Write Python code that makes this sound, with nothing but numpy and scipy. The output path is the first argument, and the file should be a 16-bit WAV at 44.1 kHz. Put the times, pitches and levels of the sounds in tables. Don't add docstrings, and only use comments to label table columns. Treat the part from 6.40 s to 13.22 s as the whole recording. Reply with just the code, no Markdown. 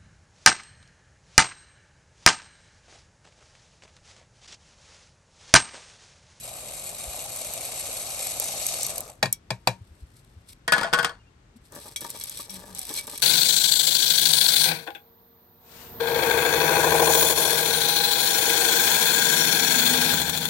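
import sys
import numpy as np
from scipy import signal
from scipy.fft import rfft, irfft
from scipy.io import wavfile
from scipy.ndimage import map_coordinates

SR = 44100
rng = np.random.default_rng(int(sys.argv[2]) if len(sys.argv) > 2 else 0)


def persist_wave(psi):
    counts = np.round(np.clip(psi, -1, 1) * 32767).astype(np.int16)
    wavfile.write(sys.argv[1], SR, np.atleast_2d(counts).T)


N = 300762
TIME, FREQS = np.arange(N) / SR, np.fft.rfftfreq(N, 1 / SR)
RING = TIME[:2 * SR // 5]
EMPTY_S = 2.442

# freq_hz, level_db
SLIDE_SPECTRUM = [(300, -42), (1500, -10), (1950, -6.5), (2300, 1), (3100, -0.5), (4000, -0.5), (5200, -3),
                  (6500, 0), (8000, 1), (11800, -2), (14000, -2.5), (15000, -19), (16000, -59.5)]
# freq_hz, width_hz, boost_db
BOWL_PEAKS = [(2280, 230, 0.5), (3900, 230, 4.5), (4350, 160, 4), (5440, 120, 2), (6550, 120, 4),
              (7710, 260, 10), (8390, 490, 9), (9410, 360, 13), (11340, 440, 12.5)]
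# pitch_hz, level_db, t60_s
BOWL_MODES = [(2290, 5, 0.13), (3324, 9.5, 0.099), (3810, 5.5, 0.075), (4160, 3.5, 0.058), (5620, 11, 0.1),
              (6320, 7, .09), (8200, -5.5, .09), (9700, -4.5, 0.1)]
# freq_hz, level_db
GRIT_SPECTRUM = [(200, -10.5), (1000, -17), (1900, -10.5), (2900, -5.5), (3800, -2), (5000, -1.5),
                 (6800, -9), (7600, 0.5), (10000, 3), (14000, -10), (15000, -19), (16000, -13)]
# start_s, ring_db, crack_db, favoured_hz
LID_HITS = [(4.279, -19.5, -23, 1823), (4.322, -15.5, -14.5, 1713), (4.326, -16, -25.5, 1454),
            (4.335, -18, -20.5, 1725), (4.363, -25.5, -38.5, 827), (4.381, -22.5, -26, 1770),
            (4.411, -27.5, -30.5, 1172), (4.432, -23.5, -30.5, 1440), (4.445, -23, -41.5, 670),
            (4.529, -22, -29, 707), (4.535, -15.5, -16.5, 1450), (4.544, -18.5, -26.5, 1094),
            (4.579, -28, -36.5, 1120), (4.588, -18, -24.5, 1527), (4.594, -21.5, -29.5, 1092),
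            (4.629, -28.5, -29, 1150), (4.646, -19.5, -18.5, 1260), (4.694, -34.5, -41, 1080)]
# start_s, length_s, level_db
HAND_PASSES = [(5.322, .01, -48.5), (5.352, 0.14, -45.5), (5.608, .19, -39.5), (5.799, 0.22, -38),
               (6.105, 0.065, -40), (6.2, .14, -51.5), (6.349, 0.22, -37.5), (6.54, 0.04, -30.5),
               (6.67, 0.18, -37.5)]
# freq_hz, level_db
FINGER_SPECTRUM = [(80, -3.5), (250, 10), (470, 2), (720, 0.5), (850, 0.5), (1150, -1), (1400, -7.5),
                   (1700, 5), (2100, -11.5), (5000, -9.5)]
# freq_hz, width_hz, boost_db
FINGER_PEAKS = [(449, 63, 8.5), (578, 71, 11.5), (830, 36, 12), (934, 30, 13.5), (1184, 110, 11.5)]


def amp(db):
    return 10 ** (np.asarray(db) / 20)


def unit(x):
    return x / np.sqrt(np.mean(x ** 2) + 1e-20)


def read(points, hz):
    f, value = np.transpose(points)
    return np.interp(np.log(hz + 1), np.log(f + 1), value)


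def add(mix, start_s, sound):
    part = mix[max(round(start_s * SR), 0):][:len(sound)]
    part += sound[:len(part)]


def colour(x, spectrum, peaks=(), size=4096):
    hz = abs(np.fft.fftfreq(size, 1 / SR))
    resonance_db = sum(boost / (1 + (2 * (hz - f) / width) ** 2) for f, width, boost in peaks)
    log_gain = np.log(amp(read(spectrum, hz) + resonance_db))
    taps = np.fft.ifft(np.exp(np.conj(signal.hilbert(log_gain)))).real[:size // 2]
    return signal.oaconvolve(x, taps / np.linalg.norm(taps))[:len(x)]


def clicks(per_s, spread_db, size=N):
    place, height, sign = rng.random((size // 4, 3))[:int(per_s * size / SR) + 1].T
    strengths = amp(spread_db * np.minimum(-np.log(1 - height), 5)) * np.sign(sign - .5)
    return unit(np.bincount((place * size).astype(int), strengths, size))


def wander(per_s):
    return unit(irfft(rfft(rng.standard_normal(N)) / (1 + (FREQS / per_s) ** 4), N))


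def clumps(per_s, depth_db):
    return unit(amp(depth_db * wander(per_s)))


def held(start, length, attack_s, release_s, sag_db_per_s=0):
    t = TIME - start
    sag = amp(-sag_db_per_s * np.clip(t, 0, length))
    return np.clip(t / attack_s, 0, 1) * sag * np.exp(-np.maximum(t - length, 0) / release_s)


def ring(modes, gains=1):
    hz, db, t60 = np.transpose(modes)[:, :, None]
    height = amp(db) * gains * rng.choice([-1, 1], hz.shape)
    partials = height * np.sin(2 * np.pi * hz * RING) * np.exp(-np.log(1000) * RING / t60)
    return partials.sum(0) / np.sqrt(np.sum(height ** 2) / 2)


def struck(modes, favoured_hz, lift_db=15.5, width_octaves=0.1):
    octaves = np.log2(np.array(modes)[:, :1] / favoured_hz)
    return ring(modes, amp(lift_db * np.exp(-(octaves / width_octaves) ** 2)))


def shimmer(x, low_hz, high_hz, t60, count=45):
    hz = low_hz * (high_hz / low_hz) ** ((np.arange(count) + rng.random(count)) / count)
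    return unit(signal.oaconvolve(x, ring([(f, 0, t60) for f in hz]))[:N])


def crack(crack_s, tail_db, tail_s):
    envelope = np.exp(-RING / crack_s) + amp(tail_db) * np.exp(-RING / tail_s)
    return rng.standard_normal(len(RING)) * envelope


def pips(per_s, low_hz, high_hz, t60):
    out, t = np.zeros(N), RING[RING < t60]
    decay = np.exp(-np.log(1000) * t / t60)
    for when, pitch, height in rng.random((int(per_s * N / SR), 3)):
        hz = low_hz * (high_hz / low_hz) ** pitch
        add(out, when * TIME[-1], height ** 2 * np.sin(2 * np.pi * hz * t) * decay)
    return unit(out)


def glides(notes):
    out = np.zeros(N)
    for start, length, first_hz, last_hz, db in notes:
        progress = np.linspace(0, 1, int(length * SR))
        hz = first_hz + (last_hz - first_hz) * progress ** 2
        arch = np.sqrt(abs(np.sin(np.pi * progress)))
        add(out, start, amp(db) * arch * np.sin(2 * np.pi * np.cumsum(hz) / SR))
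    return out


def lentil_slide(upright):
    # freq_hz, level_db
    bare_spectrum = [(2000, -29.5), (3000, -10.5), (3600, -0.5), (6600, 9), (7600, -5), (14000, -32)]
    grains = clicks(per_s=2600, spread_db=2.5) * clumps(per_s=95, depth_db=1.98)
    ringing = amp(-8) * shimmer(grains, low_hz=2205, high_hz=13240, t60=0.06)
    stream = colour(grains + ringing, SLIDE_SPECTRUM, BOWL_PEAKS)
    drift = np.cumsum(.008 * wander(per_s=14))
    detuned = map_coordinates(stream, [np.arange(N) + drift], order=3, mode="mirror")
    surging = unit(detuned) * clumps(per_s=11, depth_db=1.2)
    skitter = clicks(per_s=920, spread_db=4.5)
    skitter = unit(skitter + shimmer(skitter, low_hz=3042, high_hz=9420, t60=0.031))
    bare = colour(skitter, bare_spectrum, BOWL_PEAKS)
    flow = held(0, EMPTY_S, attack_s=0.00052, release_s=0.11)
    return (surging * amp(-30.5 - 11 * upright) + bare * amp(-41 - 37 * upright)) * flow


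def water_splash(upright):
    # freq_hz, level_db
    splash_spectrum = [(60, -18.5), (125, -3), (210, -10), (340, -10.5), (460, -5.5), (560, 3), (650, 2.5),
                       (760, 0), (900, -9), (1230, -6), (1450, -15.5), (3000, -28.5)]
    strays = colour(clicks(per_s=90, spread_db=1), SLIDE_SPECTRUM, BOWL_PEAKS)
    plops = pips(per_s=60, low_hz=530, high_hz=820, t60=.045)
    splash = colour(clicks(per_s=1100, spread_db=1), splash_spectrum)
    flow = held(0, EMPTY_S + 0.15, attack_s=0.059, release_s=0.15)
    return (splash + .55 * plops + amp(-4.5) * strays) * amp(-42.5 - 5.5 * upright) * flow


def pour():
    # start_s, level_db
    stragglers = [(2.34, -23.5), (2.494, -28.5), (2.503, -26), (2.558, -28), (2.655, -48), (2.678, -40),
                  (2.699, -37.5)]
    upright = 1 - np.minimum(TIME / EMPTY_S, 1) ** 0.52
    out = lentil_slide(upright) + water_splash(upright)
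    last_s = stragglers[-1][0]
    out *= np.exp(-np.maximum(TIME - last_s, 0) / .06)
    for start, db in stragglers:
        tap = rng.standard_normal(len(RING)) * np.exp(-RING / 0.0046)
        add(out, start, amp(db) * colour(tap, SLIDE_SPECTRUM, BOWL_PEAKS))
    return out


def breeze(calming_db_per_s=0.64):
    # freq_hz, level_db
    wind_spectrum = [(15, -42.5), (42, 3), (65, 1), (120, 2), (200, -8.5), (400, -15), (1500, -52)]
    # middle_s, level_db, pitch_hz
    buffets = [(0.686, -33.5, 56.2), (3.42, -35.5, 95.2), (3.521, -40, 72), (3.635, -33.5, 64.7),
               (3.978, -39.5, 85), (5.166, -45.5, 230)]
    out = amp(-53.5 - calming_db_per_s * TIME) * colour(rng.standard_normal(N), wind_spectrum)
    for middle, db, hz in buffets:
        puff = np.exp(-((TIME - middle) / 0.0115) ** 2)
        out += amp(db) * puff * np.sin(2 * np.pi * (hz * TIME + rng.random()))
    return out


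def yard_air():
    # freq_hz, level_db
    air_spectrum = [(150, -25.5), (250, -10.5), (710, -11.5), (1530, -14), (7980, -27), (9660, -31),
                    (10200, -57.5), (11500, -37), (16000, -74.5)]
    return np.array([colour(rng.standard_normal(N), air_spectrum) for _ in range(2)])


def steel_ticks():
    # freq_hz, level_db
    snap_spectrum = [(500, -42), (3000, -31.5), (7000, -4.5), (11000, 1), (14000, -9), (16000, -11.5)]
    # start_s, level_db
    snaps = [(.962, -27), (1.137, -24), (1.999, -16), (2.041, -22), (2.266, -14.5), (2.432, -17),
             (2.466, -20), (2.581, -20), (2.606, -22), (2.927, -10.5), (3.274, -21), (5.703, -24.5),
             (5.838, -22.5), (5.896, -25), (6.392, -22.5), (6.777, -28)]
    # start_s, level_db, favoured_hz
    pings = [(2.927, -40.5, 2630), (5.561, -32.5, 2700), (5.811, -38.5, 4200), (6.095, -42.5, 5270),
             (6.574, -33.5, 4330), (6.586, -38.5, 2290)]
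    out = np.zeros(N)
    nails = [(start, db + 7.5) for start, _, db in HAND_PASSES]
    edges = [(start, crack_db - 5.5) for start, _, crack_db, _ in LID_HITS]
    for start, db in list(snaps) + nails + edges:
        snap = crack(crack_s=.0017, tail_db=-20, tail_s=.008)[:SR // 10]
        add(out, start, amp(db + 3) * colour(snap, snap_spectrum))
    for start, db, favoured_hz in pings:
        bowl = struck(BOWL_MODES, favoured_hz)
        contact = colour(crack(crack_s=0.014, tail_db=-15, tail_s=0.012), GRIT_SPECTRUM)
        add(out, start, amp(db) * (amp(4.5) * bowl + amp(3.5) * contact))
    return out


def pot_boom(rise_s, start_hz, end_hz, sag_s):
    hz = end_hz + (start_hz - end_hz) * np.exp(-RING / sag_s)
    swell = (RING / rise_s * np.exp(1 - RING / rise_s)) ** 2
    return swell * np.sin(2 * np.pi * np.cumsum(hz) / SR)


def rim_knocks():
    # freq_hz, level_db
    knock_spectrum = [(60, -24), (120, -15.5), (250, -5), (400, -8), (600, 0), (950, 1), (1300, -14),
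                      (1700, -3.5), (2050, -16), (2400, -3), (3100, -15), (4600, -12), (6000, -16.5),
                      (10000, -17.5), (15500, -36.5)]
    # pitch_hz, level_db, t60_s
    pot_modes = [(186, -9, 0.22), (406, -15, 0.1), (517, -4, 0.073), (630, -5.5, 0.083),
                 (675, -10.5, 0.067), (932, -14.5, 0.2), (1053, -5, 0.074), (1680, -12, .11),
                 (1845, -12.5, 0.12), (2290, -8.5, .1), (2420, -2.5, 0.073), (3360, -4, 0.049),
                 (3940, -12.5, 0.11), (4563, 6, 0.022), (5270, -10, .04)]
    # start_s, clank_db, boom_db
    blows = [(2.828, -6.5, -29), (2.857, -20, -30.5), (3.105, -15.5, -28.5), (3.2734, -7.5, -25.5)]
    out = np.zeros(N)
    boom = pot_boom(rise_s=0.019, start_hz=167, end_hz=113.5, sag_s=0.014)
    for start, clank_db, boom_db in blows:
        metal = ring(pot_modes, gains=amp(2.5 * rng.standard_normal((len(pot_modes), 1))))
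        contact = colour(crack(crack_s=0.0044, tail_db=-13.5, tail_s=0.023), knock_spectrum)
        clank = amp(-4.5) * contact + amp(-5) * metal
        add(out, start, amp(clank_db) * clank + amp(boom_db) * boom)
    return out


def lid_clatter(seated_s=4.715, choke_s=0.057):
    # pitch_hz, level_db, t60_s
    lid_modes = [(476, -10.5, 0.16), (664, -13.5, 0.18), (830, -12, 0.055), (1110, -13, 0.13),
                 (1250, -13.5, 0.076), (1470, -8.5, .26), (1560, -13, 0.25), (1708, -9, 0.21),
                 (1880, -12, 0.15), (2192, -12.5, 0.098), (3160, -15, 0.072), (3230, -8, .1),
                 (3460, -9, 0.054), (4440, -21.5, 0.42), (4900, -7.5, 0.077), (5550, -33.5, .12)]
    # freq_hz, level_db
    clatter_spectrum = [(60, -38), (150, -5.5), (350, -15.5), (700, -10.5), (1100, -4.5), (1600, -10),
                        (2700, -11), (4800, -14.5), (7000, -21.5), (9000, -16), (12000, -35.5),
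                        (15500, -46)]
    # start_s, length_s, level_db
    skids = [(4.344, 0.11, -27), (4.53, 0.14, -33)]
    out = np.zeros(N)
    next_times = [hit[0] for hit in LID_HITS[1:]] + [seated_s]
    for (start, ring_db, crack_db, favoured_hz), next_s in zip(LID_HITS, next_times):
        bend = 1 + 0.009 * rng.uniform(-1, 1)
        choke = np.exp(-np.maximum(start + RING - next_s, 0) / choke_s)
        plate = struck(np.array(lid_modes) * [bend, 1, 1], favoured_hz) * choke
        contact = colour(crack(crack_s=0.0039, tail_db=-5, tail_s=0.017), clatter_spectrum)
        add(out, start, amp(ring_db) * plate + amp(crack_db) * contact)
    skidding = sum(amp(db) * held(start, length, attack_s=.008, release_s=0.038, sag_db_per_s=21)
                   for start, length, db in skids)
    chatter = pips(per_s=220, low_hz=560, high_hz=1900, t60=.035) * skidding
    friction = clicks(per_s=800, spread_db=-0.5) * skidding
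    scrape = colour(friction, clatter_spectrum, peaks=[(763, 1400, 9.2), (1735, 270, 3.2)])
    return out + amp(-3) * (scrape + chatter)


def distant_bird():
    # start_s, length_s, first_hz, last_hz, level_db
    chirps = [(4.73, .035, 2850, 2880, -65), (4.79, .035, 2860, 2790, -63), (4.83, .035, 2460, 2400, -67),
              (4.865, .03, 2730, 2790, -63)]
    return glides(chirps)


def hand_wipe():
    # middle_s, level_db, length_s
    rustles = [(3.656, -67.5, 1), (3.775, -61, 0.073), (3.605, -65, 0.022), (4.106, -45.5, 0.049),
               (5.17, -56.5, 0.016), (5.264, -55.5, 0.058)]
    grit_peaks = [(2290, 150, 3.5), (3340, 130, 5), (3700, 150, 4), (4200, 180, 5), (5660, 200, 6)]
    fine = colour(clicks(per_s=4000, spread_db=3), GRIT_SPECTRUM, grit_peaks)
    fine *= clumps(per_s=60, depth_db=3.4)
    scratch = rng.standard_normal(len(RING)) * np.exp(-RING / .0015)
    scratches = signal.oaconvolve(clicks(per_s=90, spread_db=2), scratch)[:N]
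    coarse = unit(colour(scratches, GRIT_SPECTRUM))
    grit = unit(fine + .7 * coarse) * clumps(per_s=22, depth_db=1.5)
    palm = colour(clicks(per_s=390, spread_db=2.5), FINGER_SPECTRUM, FINGER_PEAKS)
    singing = unit(signal.oaconvolve(clicks(per_s=600, spread_db=8.5), ring(BOWL_MODES))[:N])
    rubbing = np.max([amp(db) * held(start, length, attack_s=0.002, release_s=0.042, sag_db_per_s=5)
                      for start, length, db in HAND_PASSES], axis=0)
    sleeve = sum(amp(db) * np.exp(-(2 * (TIME - middle) / length) ** 2)
                 for middle, db, length in rustles)
    return (grit + amp(-15) * singing + amp(-18) * palm) * rubbing + fine * sleeve


def finger_drags():
    # middle_s, level_db, length_s
    strokes = [(5.362, -42.5, 0.075), (5.474, -50, 0.12), (5.663, -51, 0.14), (5.755, -50, 0.043),
               (6.225, -48.5, 0.37), (6.506, -41.5, 0.067), (6.715, -51, 0.25)]
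    # start_s, length_s, first_hz, last_hz, level_db
    squeaks = [(6.09, 0.13, 196, 172, -43), (6.25, 0.14, 198.6, 160, -47), (6.342, 0.132, 800, 672, -52.5)]
    out = np.zeros(N)
    half_s = RING[-1] / 2
    for middle, db, length in strokes:
        slips = colour(clicks(per_s=260, spread_db=1.5, size=len(RING)), FINGER_SPECTRUM, FINGER_PEAKS)
        swell = np.exp(-(2 * (RING - half_s) / length) ** 2)
        add(out, middle - half_s, amp(db) * slips * swell)
    return out + glides(squeaks)


def finger_bumps():
    # start_s, level_db, favoured_hz
    bumps = [(5.325, -43.5, 350), (5.378, -44, 563), (5.461, -38.5, 940), (5.618, -33.5, 260),
             (5.646, -33, 1070), (5.746, -39, 980), (5.992, -37, 1130), (6.236, -41, 700), (6.28, -42, 750),
             (6.56, -57, 330), (6.677, -35.5, 890), (6.734, -38, 830)]
    out = np.zeros(N)
    for start, db, favoured_hz in bumps:
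        catch = clicks(per_s=1500, spread_db=1, size=len(RING)) * np.exp(-RING / 0.0082)
        peaks = FINGER_PEAKS + [(favoured_hz, 250, 9)]
        add(out, start, amp(db + 1.5) * colour(catch, FINGER_SPECTRUM, peaks))
    return out


def cooking():
    return (pour() + rim_knocks() + lid_clatter() + steel_ticks()
            + hand_wipe() + finger_drags() + finger_bumps())


def scene():
    # freq_hz, level_db
    spread = [(100, -18), (700, -12), (1400, -5), (2800, -8), (5300, -4), (7000, -5), (9000, -9),
              (10200, -23), (11100, -10), (12000, -17), (13000, -8), (14000, -22), (16000, -10)]
    side = irfft(rfft(cooking()) * amp(read(spread, FREQS)), N)
    close = cooking() + np.array([side, -side])
    return amp(-1) * close + breeze() + distant_bird() + amp(-63.5) * yard_air()


def record(dry):
    # freq_hz, left_lead_rad
    port_phase = [(20, 0), (1000, .25), (1300, 0), (1550, -1.4), (3000, 2.0), (4200, .4), (6400, .3),
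                  (7400, 1.3), (10200, -3.14), (11800, -6.1), (12500, -6.6), (13800, -9.3), (14600, -9.6),
                  (15100, -12.5)]
    # freq_hz, left_over_right_db
    port_balance = [(30, 1), (150, 2.4), (600, 3), (1200, 7.5), (1800, 5), (2500, 0), (3500, 6),
                    (5400, 8.5), (6300, 2), (7200, 5), (8200, 0), (16000, 0)]
    lean = amp(read(port_balance, FREQS) / 2)
    ports = np.array([lean, np.exp(-1j * read(port_phase, FREQS)) / lean])
    ports /= np.sqrt((lean ** 2 + lean ** -2) / 2)
    treble_loss = amp(read([(13200, 0), (14500, -7.5)], FREQS))
    heard = irfft(rfft(dry) * ports * treble_loss, N)
    rounded = .9 * np.tanh(heard / .9)
    band_limit = signal.firwin(301, cutoff=16000, window=("kaiser", 9), fs=SR)
    return signal.oaconvolve(rounded, band_limit[None], "same")


dry = scene()
out = record(dry)
persist_wave(out)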